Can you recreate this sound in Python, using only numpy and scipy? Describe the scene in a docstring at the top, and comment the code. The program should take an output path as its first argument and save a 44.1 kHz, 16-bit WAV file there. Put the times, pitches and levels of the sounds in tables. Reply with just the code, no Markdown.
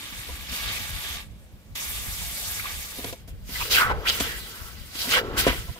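"""Hot blade quenched in a trough

A hot steel blade, first in the hand, then in tongs, is dipped again and again into a water trough outdoors.
Steam is flickering band noise; the boil is random clicks ringing like collapsing bubbles, lower when deeper.
Vapour pockets are trembling sines, water gurgles as low bubbles and slaps the trough's resonances.
Narrow resonances and broad bright bands colour the water; behind lie a faint yard noise and a breeze
rumbling on two microphone ports."""
import sys
import numpy as np
from scipy import signal
from scipy.fft import rfft, irfft, next_fast_len
from scipy.io import wavfile

SR = 44100
rng = np.random.default_rng(int(sys.argv[2]) if len(sys.argv) > 2 else 0)


def log_audio(samples):
    """Write samples as a 16-bit WAV file to the path given in sys.argv[1]."""
    # one column per channel
    frames = np.atleast_2d(samples).T
    # limit to full scale, then quantise
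    limited = np.clip(frames, -1, 1)
    pcm = np.round(limited * 32767).astype(np.int16)
    wavfile.write(sys.argv[1], SR, pcm)


N = 255401     # length in samples


def from_db(db):
    """Decibels to amplitude gain."""
    return 10 ** (np.asarray(db) / 20)


def rms_one(x):
    """Scale to unit rms."""
    return x / np.sqrt(np.mean(x ** 2) + 1e-20)


def in_time(rows):
    """Draw straight automation lines through a table, one per column after t/s."""
    t, *columns = np.transpose(rows)
    return [np.interp(np.arange(N) / SR, t, column) for column in columns]


def at_hz(points, hz):
    """Read a curve of f/Hz and value on a log-frequency axis."""
    table_hz, values = np.transpose(points)
    return np.interp(np.log(hz), np.log(table_hz), values)


def nearness(hz, centre_hz, spread):
    """1 at the centre, falling away gently over the octaves."""
    distance = np.log2(hz / centre_hz) / np.maximum(spread, .1)
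    return (1 + distance ** 2) ** -1.6


def hump(peak_s, rise_s, fall_s, peak_db):
    """Power of a rounded swell, 20 dB down rise_s before and fall_s after its peak."""
    power = np.zeros(N)
    start = max(round((peak_s - 2 * rise_s) * SR), 0)
    stop = min(round((peak_s + 2 * fall_s) * SR), N)
    span = np.arange(start, stop)
    after = span / SR - peak_s
    slope = after / np.where(after < 0, rise_s, fall_s)
    power[span] = from_db(2 * (peak_db - 20 * slope ** 2))
    return power


def drift(rate_hz):
    """Slow random wander of unit rms: noise through two one-pole low-passes at rate_hz."""
    step = 40     # samples between the slow points
    r = np.exp(-2 * np.pi * rate_hz * step / SR)
    slow = signal.lfilter([1], [1, -2 * r, r * r], rng.standard_normal(N // step + 2002))
    slow = slow[2000:]     # skip the filter's start-up
    return np.interp(np.arange(N) / step, np.arange(len(slow)), rms_one(slow))


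def ring(clicks, hz, t60):
    """Each click sets off a sine that dies by 60 dB in t60 seconds; a unit click gives height 1."""
    r, w = from_db(-60 / (t60 * SR)), 2 * np.pi * hz / SR
    return signal.lfilter([0, np.sin(w)], [1, -2 * r * np.cos(w), r * r], clicks + 1e-18)


def banded_noise(spectrum, shared_db, own_db):
    """Two unrelated noises in half-octave bands, whose levels flicker together and alone."""
    out, together = 0, drift(11.7)
    edges = 20 * 2 ** np.arange(0, 10.1, .5)
    white = rng.standard_normal((2, 2, N))
    for k, (low, high) in enumerate(zip(edges, edges[1:])):
        hz = np.sqrt(low * high)
        if spectrum[0][0] < hz < spectrum[-1][0] * np.sqrt(2):
            # neighbouring bands take turns on two noises, so they stay unrelated
            band = signal.sosfilt(signal.butter(2, [low, high], "band", fs=SR, output="sos"), white[k % 2])
            band_db = at_hz(spectrum, hz) + shared_db * together + own_db * drift(15.5)
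            out = out + from_db(band_db) * band
    return rms_one(out)


def bubbles(pitch_hz, spread, low_hz, high_hz, per_s, cycles, uneven_db, count):
    """Random collapses ring a few cycles; voices near the current pitch are the loudest."""
    excess = np.minimum(rng.exponential(1, (2, N)), 3)
    sizes = from_db(uneven_db * excess) * rng.choice([-1, 1], (2, N))
    born = rng.random((2, N)) < per_s / SR
    dealt = rng.integers(0, count, (2, N))     # which voice each collapse belongs to
    out, power = 0, 1e-9
    for k, hz in enumerate(np.geomspace(low_hz, high_hz, count)):
        share = nearness(hz, pitch_hz, spread)
        voice = rms_one(ring(sizes * born * (dealt == k), hz, cycles / hz))
        out, power = out + share * voice, power + share ** 2
    return out / np.sqrt(power)


# spectrum of the yard: (f/Hz, relative level per Hz/dB)
YARD_SPECTRUM = [(180, 13.5), (300, -16), (500, 0), (800, -8.5), (2500, -11), (8000, -24.5), (16000, -31)]
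YARD_DB = -56


def yard():
    """Faint outdoor background: nearly steady shaped noise."""
    return from_db(YARD_DB) * banded_noise(YARD_SPECTRUM, shared_db=.3, own_db=.3)


# spectrum of wind rumble: (f/Hz, relative level per Hz/dB)
WIND_SPECTRUM = [(12, -37), (20, -11.5), (54, 8), (166, -10), (193, -13.5), (230, -15), (331, -32),
                 (400, -77), (520, -78), (880, -120)]
# gusts on the ports: (peak t/s, rise and fall/s per 20 dB with sign ignored and 0 silent,
# level/dB, left minus right/dB)
GUSTS_ON_PORTS = [(.1, 0, -49, -9), (.66, -1.13, -42, 3), (.8, 0.07, -33, -5), (1.3, 0.35, -42.5, -3),
                  (2.03, 0.4, -41, -3), (2.25, 0.94, -40, -5), (2.55, 0, -47, -6), (3.06, -1.5, -47.5, 2),
                  (3.47, -0.6, -42, 1), (3.74, 0.28, -38, 8), (3.92, 0.1161, -24.5, 2),
                  (4.18, 0.17, -31, 2.5), (4.6, 0.5, -44, 10.5), (5.37, 0.29, -38.5, 13.5),
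                  (5.55, 0.17, -29.5, 2), (5.701, 0.02, -29.5, -14)]
BREEZE_DB, BREEZE_PAN_DB = -50.5, -0.5     # steady level, left minus right


def breeze():
    """Lumpy low noise, partly its own on each port; gusts swell in power and lean to one side."""
    sides = np.array([[.5], [-.5]])     # left, right
    power = from_db(2 * (BREEZE_DB + BREEZE_PAN_DB * sides))
    for s, width_s, db, pan_db in GUSTS_ON_PORTS:
        power = power + from_db(2 * pan_db * sides) * hump(s, abs(width_s), abs(width_s), db)
    common, own = banded_noise(WIND_SPECTRUM, shared_db=3.5, own_db=2.5)
    return np.sqrt(power) * rms_one(common + .64 * own * [[1], [-1]])


# stirred water: (t/s, level/dB, f/Hz)
STIRRED_WATER = [(0, -57, 262), (.48, -57, 247), (.534, -50, 245), (.7, -79, 282), (1.3, -63.5, 293),
                 (2.9, -60.5, 477), (3.06, -43.5, 440), (3.2, -65, 404), (3.55, -68, 378), (3.7, -43, 468),
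                 (3.85, -48, 470), (3.9, -42.5, 484), (4.2, -46.5, 430), (4.45, -56, 390), (4.95, -65, 307),
                 (5.19, -37, 506), (5.24, -34, 400), (5.39, -36.5, 325), (5.46, -45, 350), (5.53, -41, 370),
                 (5.62, -53.5, 390), (5.79, -58, 420)]


def gurgle():
    """Stirred water traps air: low bubbles ring around a wandering pitch."""
    gurgle_db, gurgle_hz = in_time(STIRRED_WATER)
    air = bubbles(gurgle_hz, .45, 210, 800, per_s=1500, cycles=12, uneven_db=2.5, count=10)
    return from_db(gurgle_db) * air


# knocks and slaps against the trough: (t/s, level/dB, splash gain/dB, burst time constant/s, thud centre f/Hz)
TROUGH_SLAPS = [(0.287, -40.5, 5, 0.021, 516), (2.987, -28.5, -7, 0.021, 268),
                (3.044, -27, 2.5, 0.0071, 344), (3.127, -37, 7, 0.012, 500),
                (3.279, -36.5, -13, 0.016, 221), (3.491, -37, 2, 0.014, 345),
                (4.201, -19.5, -10, 0.0023, 320), (4.206, -19, -14, 0.0045, 310),
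                (4.212, -27.5, -12, 0.0089, 260), (4.248, -29, -10, 0.015, 279),
                (4.953, -29, -0.5, 0.013, 202), (5.044, -25.5, -13, 0.019, 240),
                (5.075, -27.5, -8, 0.017, 242), (5.467, -6.5, -12, 0.0021, 320),
                (5.472, -7.5, -9.5, 0.0042, 300), (5.479, -9.5, -10, 0.0089, 238),
                (5.501, -23, -6, 0.0065, 340), (5.529, -34.5, -6, 0.005, 600), (5.683, -49, 0, 0.02, 700),
                (5.759, -50, 1, 0.012, 800)]
# resonances of the trough: (f/Hz, relative level/dB, 60 dB decay/s)
TROUGH_MODES = [(210, -20, 0.0046), (275, 1.5, 0.043), (400, 2, 0.025), (527, 7, 0.037), (679, 12, 0.031),
                (975, 14.5, 0.051)]


def slaps():
    """Each blow is a sharp contact and a ragged burst: a thud in the trough's modes and a bright splash."""
    out = np.zeros((2, N))
    ragged = rng.standard_normal((2, N))
    hollow = signal.butter(2, 170, "high", fs=SR, output="sos")      # the thin walls radiate no deep bass
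    bright = signal.butter(1, [900, 5000], "band", fs=SR, output="sos")
    for s, level_db, splash_db, burst_s, thud_hz in TROUGH_SLAPS:
        start = round(s * SR)
        after = np.arange(min(N - start, SR // 10)) / SR
        span = slice(start, start + len(after))
        blow = ragged[:, span] * np.exp(-(after / burst_s) ** 2)
        blow[0, 0] += 9.0      # the first contact, alike on both ports
        thud = 0
        for hz, db, t60 in TROUGH_MODES:
            thud = thud + from_db(db - 29.5) * nearness(hz, thud_hz, 0.88) * ring(blow, hz, t60)
        thud = signal.sosfilt(hollow, thud)
        splash = from_db(splash_db) * signal.sosfilt(bright, np.clip(blow, -4, 4))
        out[:, span] += from_db(level_db) * (thud + splash)
    return out


# large vapour pockets, single or overlapping:
# (middle t/s, middle f/Hz, level/dB, half length/s, pitch change over the whole length/octaves)
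VAPOUR_POCKETS = [(.498, 4900, -39, .014, 0), (.635, 3600, -36, .016, 0.17), (.69, 3650, -32, .022, -.1),
                  (.773, 2324, -32, .016, 0), (1.08, 3400, -36.5, .06, 0), (2.601, 1407, -39, .015, 0),
                  (2.601, 2235, -32.5, 0.014, 0.36), (2.655, 1150, -34.5, 0.019, 0.1),
                  (2.665, 2400, -40, 0.034, -.1), (3.564, 1993, -32, 0.025, 0.083),
                  (3.618, 1088, -28, 0.021, -0.1), (3.619, 2535, -30, 0.028, -0.092),
                  (3.756, 2480, -18.5, 0.032, -1.1), (3.78, 1508, -16.5, 0.022, -0.081),
                  (3.825, 1356, -21.5, 0.048, -.2), (3.81, 1072, -25, .03, -0.018),
                  (3.911, 936, -24, 0.025, -.1), (3.945, 863, -36, 0.034, -0.1),
                  (3.915, 1416, -37, .03, 0.27), (3.915, 500, -33, .025, 0), (4.02, 486, -41, 0.064, 0),
                  (4.07, 2300, -30, 0.021, .6), (4.09, 3110, -22.5, 0.039, 0.088),
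                  (4.25, 3300, -35, .06, .1), (4.32, 1780, -37, 0.11, .1), (4.565, 1530, -46.5, .06, 0),
                  (4.44, 3840, -45.5, 0.11, -1.06), (5.132, 1387, -23, 0.024, 0.24),
                  (5.142, 2276, -23.5, 0.039, -0.55), (5.15, 3070, -23.5, 0.042, 0.19),
                  (5.175, 1560, -21.5, 0.026, 0.12), (5.17, 1980, -26, .03, -0.05),
                  (5.168, 489, -26.5, 0.027, 0.24), (5.198, 500, -31, .022, 0.093),
                  (5.205, 1700, -37, .03, -0.54), (5.352, 920, -42, 0.024, .1),
                  (5.708, 120, -32, 0.025, 0.38)]


def pockets(rough_hz):
    """A pocket sings, swells and dies; its wall trembles up to about rough_hz for each kHz of pitch."""
    out = np.zeros((2, N))
    smooth = signal.butter(2, rough_hz, fs=SR, output="sos")
    real, imaginary = signal.sosfilt(smooth, rng.standard_normal((2, 2, N)))
    # a small steady tone plus a random wobble of height and phase
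    tremble = [[.3], [.3j]] + .9 * (rms_one(real) + 1j * rms_one(imaginary))
    for s, hz, level_db, length_s, octaves in VAPOUR_POCKETS:
        span = np.arange(round((s - length_s) * SR), round((s + length_s) * SR))
        place = (span / SR - s) / length_s     # -1 at the start, 1 at the end
        turns = np.cumsum(hz * 2 ** (octaves * place / 2)) / SR
        swell = from_db(level_db) * np.cos(np.pi / 2 * place) ** 2
        wall = tremble[:, (span * hz // 1000).astype(int) % N]     # higher pockets tremble faster
        out[:, span] += swell * np.real(wall * np.exp(2j * np.pi * turns))
    return out


# the whole blade goes under: (in t/s, out t/s, fall of boil pitch it sinks towards/octaves, sinking time constant/s)
BLADE_PLUNGES = [(3.755, 4.082, 1.59, 0.062), (5.121, 5.388, 1.63, 0.1)]
SURFACE_S = 0.036     # time constant of coming up


def depth():
    """How far under the blade is, in octaves of boil pitch: sinks and levels off, then comes up."""
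    t, under = np.arange(N) / SR, 0
    for in_s, out_s, octaves, sink_s in BLADE_PLUNGES:
        sinking = 1 - np.exp(-np.maximum(t - in_s, 0) / sink_s)
        surfacing = 1 - np.exp(-np.maximum(out_s - t, 0) / SURFACE_S)
        under = under + octaves * sinking * surfacing
    return under


# sizzle while hot steel touches water, quiet when lifted clear; levels before muffling:
# (t/s, steam level/dB, boil level/dB)
SIZZLE_LEVELS = [(0, -41.5, -41.5), (.482, -41.5, -43), (.495, -38, -39), (.7, -35, -32.5),
                 (.79, -34.5, -36), (.91, -38.5, -39.5), (1.05, -35.5, -37.5), (1.16, -38, -38),
                 (1.204, -45, -40), (1.28, -62, -63), (1.747, -63, -79), (1.755, -32, -39.5),
                 (1.95, -34, -46.5), (2.48, -32, -58), (2.667, -35.5, -35.5), (2.85, -36.5, -50.5),
                 (3.1, -38.5, -40.5), (3.115, -42.5, -53), (3.26, -66, -69), (3.43, -58.5, -75),
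                 (3.55, -34, -48.5), (4.26, -34, -35.5), (4.455, -42, -51.5), (4.68, -45, -60),
                 (4.755, -48.5, -52.5), (4.915, -45.5, -54.5), (4.96, -36, -50.5), (5.503, -34.5, -30.5),
                 (5.651, -45.5, -52), (5.79, -48.5, -53)]
# bursts of steam and boil, at the surface and under water; rise and fall span 20 dB, pitch is before depth lowers it:
# (peak t/s, rise/s, steam fall/s, boil fall/s, steam level/dB, boil level/dB, boil f/Hz, spread/octaves)
STEAM_AND_BOIL_BURSTS = [(.534, 0.033, 0.12, 0.2, -35, -36.5, 4550, 1.2),
                         (3.279, 0.0044, 0.049, 0.14, -48, -62, 2470, 0.52),
                         (3.615, 0.14, 0.066, 0.14, -48, -38, 3280, 1.3),
                         (3.724, 0.026, 0.14, 0.064, -21.5, -23, 3900, 0.92),
                         (3.784, 0.04, 0.05, 0.17, -28, -23.5, 3750, 0.6),
                         (3.915, 0.055, 0.024, 0.018, -48, -30.5, 3570, 1.34),
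                         (4.1, 0.052, 0.013, 0.0091, -29, -22, 3420, 0.82),
                         (4.138, 0.065, 0.043, 0.13, -30.5, -44, 2370, 0.89),
                         (4.204, 0.0072, 0.069, 0.024, -26, -28.5, 2300, 1.1),
                         (4.3, 0.088, 0.16, 0.077, -50, -43, 2400, 0.26),
                         (4.65, 0.35, 0.071, 0.13, -48.5, -49.5, 1500, 1.2),
                         (5.02, 0.048, 0.078, 0.017, -29, -30.5, 4600, 0.55),
                         (5.137, 0.074, 0.025, 0.066, -26, -26, 3060, 1.2),
                         (5.177, 0.082, 0.043, 0.039, -31, -24, 3440, 1.16),
                         (5.389, 0.024, 0.073, 0.037, -23.5, -25, 3020, 1.3),
                         (5.472, 0.0048, .06, .06, -48, -24, 2060, 1.03)]
REGRIP_S = 3.2     # from the hand to the tongs
SIZZLE_IN_HAND_HZ, SIZZLE_IN_TONGS_HZ = 2920, 2300     # boil pitch at the surface
STEAM_MUFFLE_DB, COVERED_OCTAVES = 19.5, 0.34     # the sizzle's steam is smothered once the blade is covered
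BOIL_MUFFLE_DB = 2     # on the sizzle's boil, per octave of depth
SIZZLE_SPREAD_OCTAVES, SPREAD_PER_OCTAVE_DOWN = 1, 0.83     # bubble sizes vary more under water


def quench():
    """Steam gain, boil gain, boil pitch and spread: sizzle and bursts add in power, depth lowers the pitch."""
    under = depth()
    steam_db, boil_db = in_time(SIZZLE_LEVELS)
    steam_power = from_db(2 * (steam_db - STEAM_MUFFLE_DB * np.tanh(under / COVERED_OCTAVES)))
    boil_power = from_db(2 * (boil_db - BOIL_MUFFLE_DB * under))
    in_hand = np.arange(N) < REGRIP_S * SR
    # pitch and spread are averaged with boil power as the weight
    pitch = boil_power * np.log2(np.where(in_hand, SIZZLE_IN_HAND_HZ, SIZZLE_IN_TONGS_HZ))
    spread = boil_power * (SIZZLE_SPREAD_OCTAVES + SPREAD_PER_OCTAVE_DOWN * under)
    for s, rise_s, steam_fall_s, boil_fall_s, burst_steam_db, burst_boil_db, hz, octaves in STEAM_AND_BOIL_BURSTS:
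        burst = hump(s, rise_s, boil_fall_s, burst_boil_db)
        steam_power = steam_power + hump(s, rise_s, steam_fall_s, burst_steam_db)
        boil_power = boil_power + burst
        pitch = pitch + burst * np.log2(hz)
        spread = spread + burst * octaves
    boil_hz = 2 ** (pitch / boil_power - under)
    return np.sqrt(steam_power), np.sqrt(boil_power), boil_hz, spread / boil_power


# spectrum of the steam: (f/Hz, relative level per Hz/dB)
STEAM_SPECTRUM = [(300, -27), (600, -2.5), (1200, -5), (2200, 2), (5000, 2), (8000, 0.5), (11500, 1),
                  (16000, 0)]


def steam(gain):
    """Steam hisses off the steel as broad, flickering noise."""
    return gain * banded_noise(STEAM_SPECTRUM, shared_db=0.87, own_db=2.0)


def boil(gain, pitch_hz, spread):
    """Vapour bubbles collapse in a dense crackle of short rings."""
    return gain * bubbles(pitch_hz, spread, 576, 7400, per_s=4000, cycles=18.3, uneven_db=2.0, count=24)


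# colour of blade and trough in the hand, narrow resonances and broad bright bands: (f/Hz, width/Hz, level/dB)
COLOUR_IN_HAND = [(854, 9.5, 4), (1172, 33, 5.5), (1660, 16, 4), (2250, 48, 0), (3390, 26, -2),
                  (3670, 83, 0.5), (4600, 74, -9), (8240, 2400, -12), (11600, 360, -4.5)]
# colour of blade and trough in the tongs, narrow resonances and broad bright bands: (f/Hz, width/Hz, level/dB)
COLOUR_IN_TONGS = [(470, 38, -2), (1124, 18, 1.5), (1344, 39, 3.5), (1529, 40, 5.5), (1990, 24, 0.5),
                   (2855, 32, 1.5), (3002, 28, 4), (3280, 35, 6.5), (3860, 840, -7), (4820, 540, -5.5),
                   (11960, 130, 0.5), (14900, 450, -4)]


def blade_and_trough_colour(x):
    """Band-pass peaks driven by the water sound are added to it, one set before the regrip and one after."""
    out, regrip = x.copy(), round(REGRIP_S * SR)
    for peaks, held in ((COLOUR_IN_HAND, slice(0, regrip)), (COLOUR_IN_TONGS, slice(regrip, N))):
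        for hz, width_hz, db in peaks:
            r = np.exp(-np.pi * width_hz / SR)
            b = (1 - r * r) / 2 * np.array([1, 0, -1])
            a = [1, -2 * r * np.cos(2 * np.pi * hz / SR), r * r]
            out[:, held] += from_db(db) * signal.lfilter(b, a, x[:, held])
    return out


# left-right likeness: (f/Hz, likeness from 0 to 1, held to 0.97 at most)
PORT_LIKENESS = [(200, 1), (600, 0.98), (1000, 0.73), (1400, 1), (2000, 0.073), (2900, 0.18), (4500, 0.025),
                 (15000, 0.026)]
# balance of the ports: (f/Hz, left minus right level/dB)
PORT_BALANCE = [(60, 0), (180, -3), (550, 0.5), (1650, -1), (4970, -1.5), (15000, 1.5)]
RIGHT_LAG_S = 0.00018


def ports(pair):
    """Two unrelated renderings become left and right: alike in the bass, the right port a little later."""
    size = next_fast_len(N + 64)
    hz = np.maximum(np.fft.rfftfreq(size, 1 / SR), 1)
    alike = np.clip(at_hz(PORT_LIKENESS, hz), 0, .97)
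    mid, side = rfft(pair, size) * np.sqrt([1 + alike, 1 - alike]) / np.sqrt(2)
    tilt = from_db(at_hz(PORT_BALANCE, hz) / 2)
    left = (mid + side) * tilt
    right = (mid - side) / tilt * np.exp(-2j * np.pi * hz * RIGHT_LAG_S)
    return irfft([left, right], size)[:, :N]


def scene():
    """Blade, water and yard through the ports, the breeze on top."""
    steam_gain, boil_gain, boil_hz, spread = quench()
    water = steam(steam_gain) + boil(boil_gain, boil_hz, spread) + gurgle()
    through_ports = yard() + slaps() + pockets(rough_hz=95) + blade_and_trough_colour(water)
    return breeze() + ports(through_ports)


def record(dry):
    """The top is cut steeply, 70 dB down from 16 kHz."""
    return signal.sosfilt(signal.cheby2(22, 70, 16000, fs=SR, output="sos"), dry)


dry = scene()
out = record(dry)
log_audio(out)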